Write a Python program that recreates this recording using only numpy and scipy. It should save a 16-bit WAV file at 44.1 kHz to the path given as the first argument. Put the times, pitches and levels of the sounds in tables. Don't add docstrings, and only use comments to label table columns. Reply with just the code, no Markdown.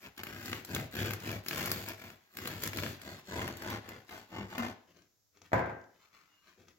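import sys
import numpy as np
from scipy import signal
from scipy.fft import rfft, irfft
from scipy.io import wavfile
from scipy.ndimage import uniform_filter1d

SR = 44100
rng = np.random.default_rng(int(sys.argv[2]) if len(sys.argv) > 2 else 0)


def wav_out(sig):
    wavfile.write(sys.argv[1], SR, np.round(np.clip(np.atleast_2d(sig).T, -1, 1) * 32767).astype(np.int16))


N = 298998

# t/s, crack level/dB, knock level/dB
SNAPS = [(0.1786, -31, -46), (0.2342, -24.5, -39.5), (0.2687, -33, -42.5), (0.4581, -24.5, -45),
         (0.5298, -44, -33), (0.6484, -27, -52.5), (0.748, -17, -46), (0.7626, -33, -35),
         (0.7976, -31, -41), (0.9546, -27.5, -43), (1.0587, -23, -38), (1.1078, -25, -36.5),
         (1.1347, -21, -37.5), (1.2017, -33.5, -59), (1.314, -27, -45), (1.4627, -30, -43),
         (1.484, -16.5, -41.5), (1.51, -29, -35), (1.5301, -27.5, -36.5), (1.5787, -22.5, -36),
         (1.6578, -19, -53), (1.704, -32, -63), (1.7157, -11.5, -33.5), (1.8855, -23.5, -43),
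         (2.1024, -39, -51), (2.37, -24, -42.5), (2.387, -31.5, -41), (2.4558, -32, -38),
         (2.474, -20.5, -37.5), (2.6217, -25, -45), (2.6357, -16.5, -37.5), (2.663, -26, -40.5),
         (2.6743, -18, -43), (2.7324, -32, -40), (2.7716, -23, -44), (2.7859, -27, -33.5),
         (2.835, -26, -34), (2.8631, -34, -38), (3.016, -30, -50.5), (3.4175, -31.5, -37),
         (3.4778, -26, -36), (3.57, -31, -58), (3.6206, -30, -42), (3.7004, -27, -52), (3.8899, -30.5, -46),
         (4.0921, -42, -51), (4.5819, -24.5, -36.5)]
# f/Hz, level/dB, time to fade by 60 dB/s
BOARD_NOTES = [(87, 8, 0.24), (106, 2, 0.53), (144.2, -5.5, 0.35), (182.5, 5.5, 0.09), (252, -6, 0.14),
               (285, -18.5, 0.059), (380, -6.5, 0.25), (571, -1.5, 0.092)]
# f/Hz, level/dB
LOAF_TONE = [(90, -27.5), (150, 0), (195, -3), (300, -0.5), (450, -2), (700, -5.5), (950, -13.5),
             (2000, -47.5)]
# f/Hz, level/dB
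RASP_TONE = [(300, -24), (650, 3), (900, -0.5), (1200, -1), (1600, 2), (2200, -1.5), (2800, -3),
             (3600, -11.5), (6000, -17), (16000, -39)]
# f/Hz, level/dB
CRUST_TONE = [(600, -22), (1800, -3), (2800, -1), (4200, 1), (5500, -4), (7500, -2), (11000, 1.5),
              (13000, 5), (16000, 2.5)]


def amp(db):
    return 10 ** (np.asarray(db) / 20)


def unit(x):
    return x / np.sqrt(np.sum(x ** 2, axis=-1, keepdims=True) + 1e-20)


def at_hz(points, hz):
    f, value = np.transpose(points)
    return np.interp(np.log(np.maximum(hz, 1)), np.log(f), value)


def response(tone, size=4096):
    gains = amp(at_hz(tone, np.arange(size // 2 + 1) * SR / size))
    cepstrum = irfft(np.log(gains))
    cepstrum[1:size // 2] *= 2
    cepstrum[size // 2 + 1:] = 0
    return irfft(np.exp(rfft(cepstrum)))


def through(x, impulse):
    return signal.oaconvolve(x, impulse)[:N]


def colour(x, tone):
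    return through(x, unit(response(tone)))


def ringing(notes):
    t = np.arange(SR // 2) / SR
    return unit(sum((-1) ** k * amp(db - 60 * t / fade_s) * np.sin(2 * np.pi * hz * t)
                    for k, (hz, db, fade_s) in enumerate(notes)))


def even(x, span_s):
    power = uniform_filter1d(x ** 2, size=max(int(span_s * SR), 2))
    power = uniform_filter1d(power, size=max(int(span_s * SR / 2), 2))
    return x / np.sqrt(np.maximum(power, 1e-12))


def grains(per_s, spread_db):
    at = np.flatnonzero(rng.random(N) < per_s / SR)
    size, sign = rng.random((2, N))[:, at]
    clicks = np.zeros(N)
    clicks[at] = amp(spread_db * np.minimum(-np.log1p(-size), 4)) * np.sign(sign - .5)
    return clicks


def crumble(clicks, decay_s, share):
    decay = np.exp(-1 / (decay_s * SR))
    energy = signal.lfilter([1 - decay], [1, -decay], clicks ** 2 + 1e-18)
    return clicks + share * np.sqrt(energy) * even(grains(per_s=14000, spread_db=3.5), span_s=0.014)


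def strikes(events):
    times, levels_db = np.transpose(events)
    clicks = np.zeros(N)
    clicks[np.round(times * SR).astype(int)] = amp(levels_db)
    return clicks


def glide(start, rise, fall):
    roundness = 0.46
    times = start + np.cumsum([0, rise, fall])
    first, last = np.clip((times[[0, 2]] * SR).astype(int), 0, N)
    ramp = np.interp(np.arange(first, last) / SR, times, [0, 1, 0])
    speed = np.zeros(N)
    speed[first:last] = ramp + roundness * (np.sin(np.pi / 2 * ramp) - ramp)
    return speed


def friction(moves, levels_db, power, lag_s=0):
    energy = np.zeros(N)
    for (start, rise, fall, *_), db in zip(moves, levels_db):
        energy += (amp(db) * glide(start + lag_s, rise, fall) ** power) ** 2
    return np.sqrt(energy)


def reflections(length_s, envelope, weight, count):
    # f/Hz, likeness/0-1
    likeness = [(120, 1), (300, 0.82), (600, 0.26), (1200, 0.19), (16000, 0)]
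    t = np.arange(int(SR * length_s)) / SR
    edges = np.geomspace(40, 19000, num=13)
    echo = 0
    for low, high in zip(edges, edges[1:]):
        hz = np.sqrt(low * high)
        alike = at_hz(likeness, hz)
        mid, side = rng.standard_normal((2, count, 1, len(t)))
        noise = np.sqrt(1 + alike) * mid + np.sqrt(1 - alike) * side * [[1], [-1]]
        bandpass = signal.butter(2, [low, high], "band", fs=SR, output="sos")
        band = signal.sosfilt(bandpass, noise * envelope(t, hz))
        echo = echo + np.sqrt(2 * (high - low) / SR) * weight(hz) * unit(band)
    return echo


def kitchen(x, near_db, room_db, pan_db, lead_ms):
    # f/Hz, time to fade by 60 dB/s
    room_fade = [(80, 0.28), (400, 0.49), (1500, 0.51), (4000, 0.53), (8000, 0.096), (16000, 0.13)]
    at = np.arange(N)
    right = np.interp(at - np.round(lead_ms * SR / 1000), at, x)
    out = np.array([x, right])
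    paths = reflections(.02, envelope=lambda t, hz: np.exp(-t / 0.0027) * (t > .0003),
                        weight=lambda hz: hz / (hz + 900), count=4)
    knots = np.linspace(0, N, num=60)
    mix = np.array([np.interp(at, knots, rng.standard_normal(len(knots))) for _ in paths])
    mix /= np.sqrt(np.sum(mix ** 2, axis=0))
    for share, path in zip(mix, paths):
        out += amp(near_db) * signal.oaconvolve([share * x], path, axes=1)[:, :N]
    tail = reflections(.6, envelope=lambda t, hz: amp(-60 * t / at_hz(room_fade, hz)) * (t > .006),
                       weight=lambda hz: 1, count=1)[0]
    out += amp(room_db) * signal.fftconvolve([x], tail, axes=1)[:, :N]
    return out * amp(np.array([[.5], [-.5]]) * pan_db)


def air():
    # f/Hz, level/dB
    hush_tone = [(25, -16), (100, 1), (180, -10.5), (400, -11.5), (700, -15.5), (1500, -18), (2800, -23.5),
                 (6000, -11.5), (8000, -16.5), (16000, -11)]
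    shared, left, right = [colour(noise, hush_tone) for noise in rng.standard_normal((3, N))]
    return amp(-78) * (.7 * shared + 1.6 * np.array([left, right]))


def ticks():
    # t/s, level/dB
    contacts = [(4.969, -40.5), (5.021, -42), (5.372, -39.5), (5.4177, -31.5), (5.5328, -49), (5.814, -45),
                (5.841, -45), (6.015, -57), (6.132, -50), (6.684, -35)]
    # f/Hz, level/dB
    tick_tone = [(200, -1), (700, 7.5), (2000, 2.5), (4000, -0.5), (6500, 2), (8000, -9.5), (16000, -25)]
    clicks = crumble(strikes(contacts), decay_s=.0008, share=0.3)
    return amp(-4.5) * colour(clicks, tick_tone)


def fingers():
    # start/s, swelling/s, fading/s, rustle level/dB, extra for the bump/dB
    touches = [(4.86, 0.041, 0.036, -66, 2.5), (4.93, 0.028, .14, -69, 3), (5.32, 0.051, 0.065, -72, 2.5),
               (5.411, .008, .03, -68, 7.5), (5.42, 0.035, 0.058, -63.5, -6), (5.87, 0.09, 0.11, -74, -1),
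               (5.98, 0.044, 0.11, -67, -22), (6.1, 0.048, 0.2, -65.5, -10), (6.26, .08, 0.098, -73, -11.5),
               (6.4, 0.073, 0.12, -65, -9.5), (6.555, 0.043, 0.097, -68.5, 7.5),
               (6.66, 0.026, 0.075, -67, 0.5)]
    # f/Hz, level/dB
    rustle_tone = [(200, -10.5), (600, 0.5), (1100, 3), (2200, 0.5), (3300, -5.5), (5000, -8),
                   (7500, -13.5), (12000, -17.5), (16000, -11)]
    *_, rustle_db, bump_db = np.transpose(touches)
    rubbing = even(grains(per_s=2000, spread_db=4), span_s=0.097)
    rustle = friction(touches, rustle_db, power=1.42) * colour(rubbing, rustle_tone)
    shaking = through(rubbing, ringing(BOARD_NOTES)) + 2 * colour(rubbing, LOAF_TONE)
    bump = friction(touches, rustle_db + bump_db, power=1.42) * even(shaking, span_s=.06)
    return kitchen(amp(-2) * (rustle + bump) + ticks(), near_db=4.5, room_db=-3, pan_db=3.5, lead_ms=0)


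def knife_down():
    # t/s, level/dB
    landing = [(5.519, -19.5), (5.5319, 0), (5.5382, -26), (5.548, -20), (5.5617, -18), (5.581, -11.5),
               (5.593, -12), (5.659, -17.5), (5.697, -19.5)]
    # f/Hz, level/dB
    thud_tone = [(30, -33), (60, -8), (90, 3), (190, -1.5), (380, -5), (600, -2), (850, -1), (1200, -10),
                 (1650, -9), (2200, -16), (3000, -31.5), (4200, -36.5), (7000, -43.5), (16000, -42)]
    # f/Hz, level/dB, time to fade by 60 dB/s
    table_notes = [(86, -2, .42), (110, -5, .4), (140, -9, .35), (253, -5, .45), (365, -6, .42),
                   (393, -9, .4), (565, -4, .3), (640, -5, .3), (711, -2, .32), (807, -6, .42),
                   (1001, -10, .45), (1281, -11, .32), (1453, -8, .25), (1577, 1, .3), (2040, -11, .3),
                   (2169, -15, .28)]
    blows = crumble(strikes(landing), decay_s=0.009, share=0.33)
    thud = colour(blows, thud_tone) + amp(-10.5) * through(blows, ringing(table_notes))
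    return kitchen(thud, near_db=7, room_db=5.5, pan_db=2.0, lead_ms=-0.29)


def slips():
    # start/s, swelling/s, fading/s, first f/Hz, last f/Hz, level/dB
    slides = [(4.375, .04, 0.06, 218.4, 190, -38), (4.571, .03, 0.091, 258, 201.5, -32),
              (4.65, 0.032, 0.078, 245.8, 238, -43), (6.25, .1, 0.2, 2880, 2830, -73)]
    t = np.arange(N) / SR
    wander = even(through(rng.standard_normal(N), np.hanning(SR // 50)), span_s=.2)
    tones = np.zeros(N)
    for start, rise, fall, first_hz, last_hz, db in slides:
        pitch = np.interp(t, [start, start + rise + fall], [first_hz, last_hz])
        pitch += .5 * np.sqrt(first_hz) * wander
        gain = amp(db) * glide(start, rise, fall) ** 1.7
        tones += gain * np.sin(2 * np.pi * np.cumsum(pitch) / SR)
    return tones


def chips(crackle_gain):
    bite = (crackle_gain / crackle_gain.max()) ** 0.75
    breaks = crumble(bite * grains(per_s=40, spread_db=3.5), decay_s=0.0013, share=1.0)
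    return amp(-35) * colour(breaks, CRUST_TONE) + amp(-34.5) * colour(breaks, RASP_TONE)


def snaps():
    crumbling_s = .0013
    t = np.arange(SR // 20) / SR
    click = t == 0
    cracks, pushes = np.zeros((2, N + len(t)))
    for start, crack_db, knock_db in SNAPS:
        crumbs = unit(rng.laplace(size=len(t)) * np.exp(-t / crumbling_s))
        at = round(start * SR)
        cracks[at:at + len(t)] += amp(crack_db) * (click + 1.6 * crumbs)
        pushes[at:at + len(t)] += amp(knock_db) * (click + 0.22 * crumbs)
    crack = amp(1.5) * colour(cracks, CRUST_TONE)
    knock = amp(20) * colour(pushes, RASP_TONE) + amp(16.5) * colour(pushes, LOAF_TONE)
    return kitchen(crack + knock, near_db=5.0, room_db=-2.5, pan_db=2.5, lead_ms=.12)


def sticking(hold_s, dip_db):
    stall = np.zeros(N)
    for snap_s, *_ in SNAPS:
        stall[round((snap_s - hold_s) * SR):round(snap_s * SR)] = 1
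    return 1 - (1 - amp(dip_db)) * uniform_filter1d(stall, size=60)


def strokes():
    # start/s, speeding up/s, slowing down/s, force/dB,
    # extra weight on the board/dB, extra crust caught/dB
    moves = [(0.0, 0.06, 0.045, -51, -7, -5), (0.164, 0.029, 0.043, -47, -7.5, -9),
             (0.205, 0.094, 0.4, -50.5, -1.5, -4), (0.39, 0.12, .14, -46.5, -1, -0.5),
             (0.65, 0.11, 0.14, -45, 6.5, -3), (0.905, 0.1, 0.21, -40, 2, -4.5),
             (1.179, .12, 0.13, -43, 2, -5), (1.435, 0.16, 0.39, -41.5, -1.5, 0.5),
             (1.841, 0.057, 0.071, -44, -10, -4.5), (1.958, 0.069, 0.16, -52, -4.5, -4),
             (2.318, .17, 0.2, -47, 0.5, -2.5), (2.589, 0.076, 0.054, -45, -1, 2),
             (2.679, 0.13, .19, -46.5, 5.5, 2), (2.99, 0.092, .16, -50, -2, -4.5),
             (3.245, 0.14, 0.22, -41.5, 0.5, -8.5), (3.539, 0.19, 0.089, -40.5, -4.5, -11),
             (3.78, .14, 0.13, -51.5, -4, -14), (4.074, 0.051, 0.15, -49, -12.5, -8),
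             (4.283, 0.097, .12, -45, -1, -20), (4.462, 0.16, 0.14, -39.5, -10, -14)]
    *_, force, weight, caught = np.transpose(moves)
    crackle = friction(moves, force + caught - 2.5, power=1.14, lag_s=-0.0097)
    rasp = friction(moves, force - 2, power=1.66)
    body = friction(moves, force + 0.58 * weight + .3, power=1.34, lag_s=.004)
    rumble = friction(moves, force + weight - .5, power=1.38, lag_s=0.02)
    cut_end_s = 4.72
    wedged = amp(-72.5) * (np.arange(N) / SR < cut_end_s)
    return rumble, body + amp(-10) * wedged, rasp + amp(-4) * wedged, crackle + amp(-5.5) * wedged


def board_and_loaf(tearing, rumble_gain, body_gain):
    # f/Hz, level/dB
    rumble_tone = [(25, -47.5), (45, -20.5), (62, -3), (85, -4.5), (150, 11), (200, -27), (400, -48.5)]
    shaking = tearing + amp(-14) * through(tearing, ringing(BOARD_NOTES))
    rumble = rumble_gain * even(through(shaking, response(rumble_tone)), span_s=0.072)
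    body = body_gain * even(through(shaking, response(LOAF_TONE)), span_s=0.11)
    return rumble + body


def tooth_rasp(tearing, depth):
    # f/Hz, level/dB, time to fade by 60 dB/s
    blade_notes = [(1187, -17.5, 0.025), (1446, 2.5, 0.028), (2110, -5.5, 0.19), (2620, -16, 0.0234),
                   (3970, -12.5, 0.048)]
    # f/Hz, level/dB
    deep_tone = [(300, -7.5), (650, 1.5), (1000, 3), (1300, -1), (1600, -4.5), (2100, -5.5), (2600, -12.5),
                 (3600, -19), (6000, -29.5), (16000, -44.5)]
    blade = tearing + amp(-20) * through(tearing, ringing(blade_notes))
    scrape = (1 - depth) * colour(tearing, RASP_TONE) + depth * colour(blade, deep_tone)
    return even(scrape, span_s=0.087)


def crust_crackle(catches, depth):
    flakes = crumble(catches, decay_s=0.00046, share=0.91)
    flakes += amp(-5.5) * even(grains(per_s=840, spread_db=4), span_s=0.054)
    bright = colour(flakes, CRUST_TONE)
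    muffled = signal.sosfilt(signal.butter(1, 5000, fs=SR, output="sos"), bright)
    return even((1 - depth) * bright + depth * muffled, span_s=0.017)


def sawing():
    # t/s, depth/0-1
    sinking = [(0, 0.09), (1.2, 0.2), (1.7, 0.07), (2.7, 0.25), (3.3, 0.94), (4.1, 0.71), (4.7, 0.81)]
    depth = np.interp(np.arange(N) / SR, *np.transpose(sinking))
    rumble_gain, body_gain, rasp_gain, crackle_gain = strokes()
    catches = even(grains(per_s=300, spread_db=2.0), span_s=0.016)
    tearing = crumble(catches, decay_s=0.0022, share=0.48) + amp(-8) * rng.standard_normal(N)
    low = board_and_loaf(tearing, rumble_gain, body_gain)
    teeth = rasp_gain * tooth_rasp(tearing, depth)
    crust = crackle_gain * crust_crackle(catches, depth) + chips(crackle_gain)
    moving = sticking(hold_s=0.015, dip_db=-1.0)
    return (kitchen(low + slips(), near_db=-7.5, room_db=-8.5, pan_db=2.5, lead_ms=.1)
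            + kitchen(teeth * moving, near_db=4.5, room_db=-9.5, pan_db=2.5, lead_ms=.13)
            + kitchen(crust * moving, near_db=4.5, room_db=-2, pan_db=1.8, lead_ms=.13))


def scene():
    return sawing() + snaps() + knife_down() + fingers() + air()


def record(dry):
    # f/Hz, level/dB
    opening_tone = [(30, -0.5), (7400, 2), (8100, -8.5), (8700, -16), (9600, -10), (11500, -3),
                    (16000, -5.5)]
    cutoff_hz = 16100
    coloured = np.array([through(channel, response(opening_tone)) for channel in dry])
    return signal.sosfilt(signal.ellip(10, .3, 70, cutoff_hz, fs=SR, output="sos"), coloured)


dry = scene()
out = record(dry)
wav_out(out)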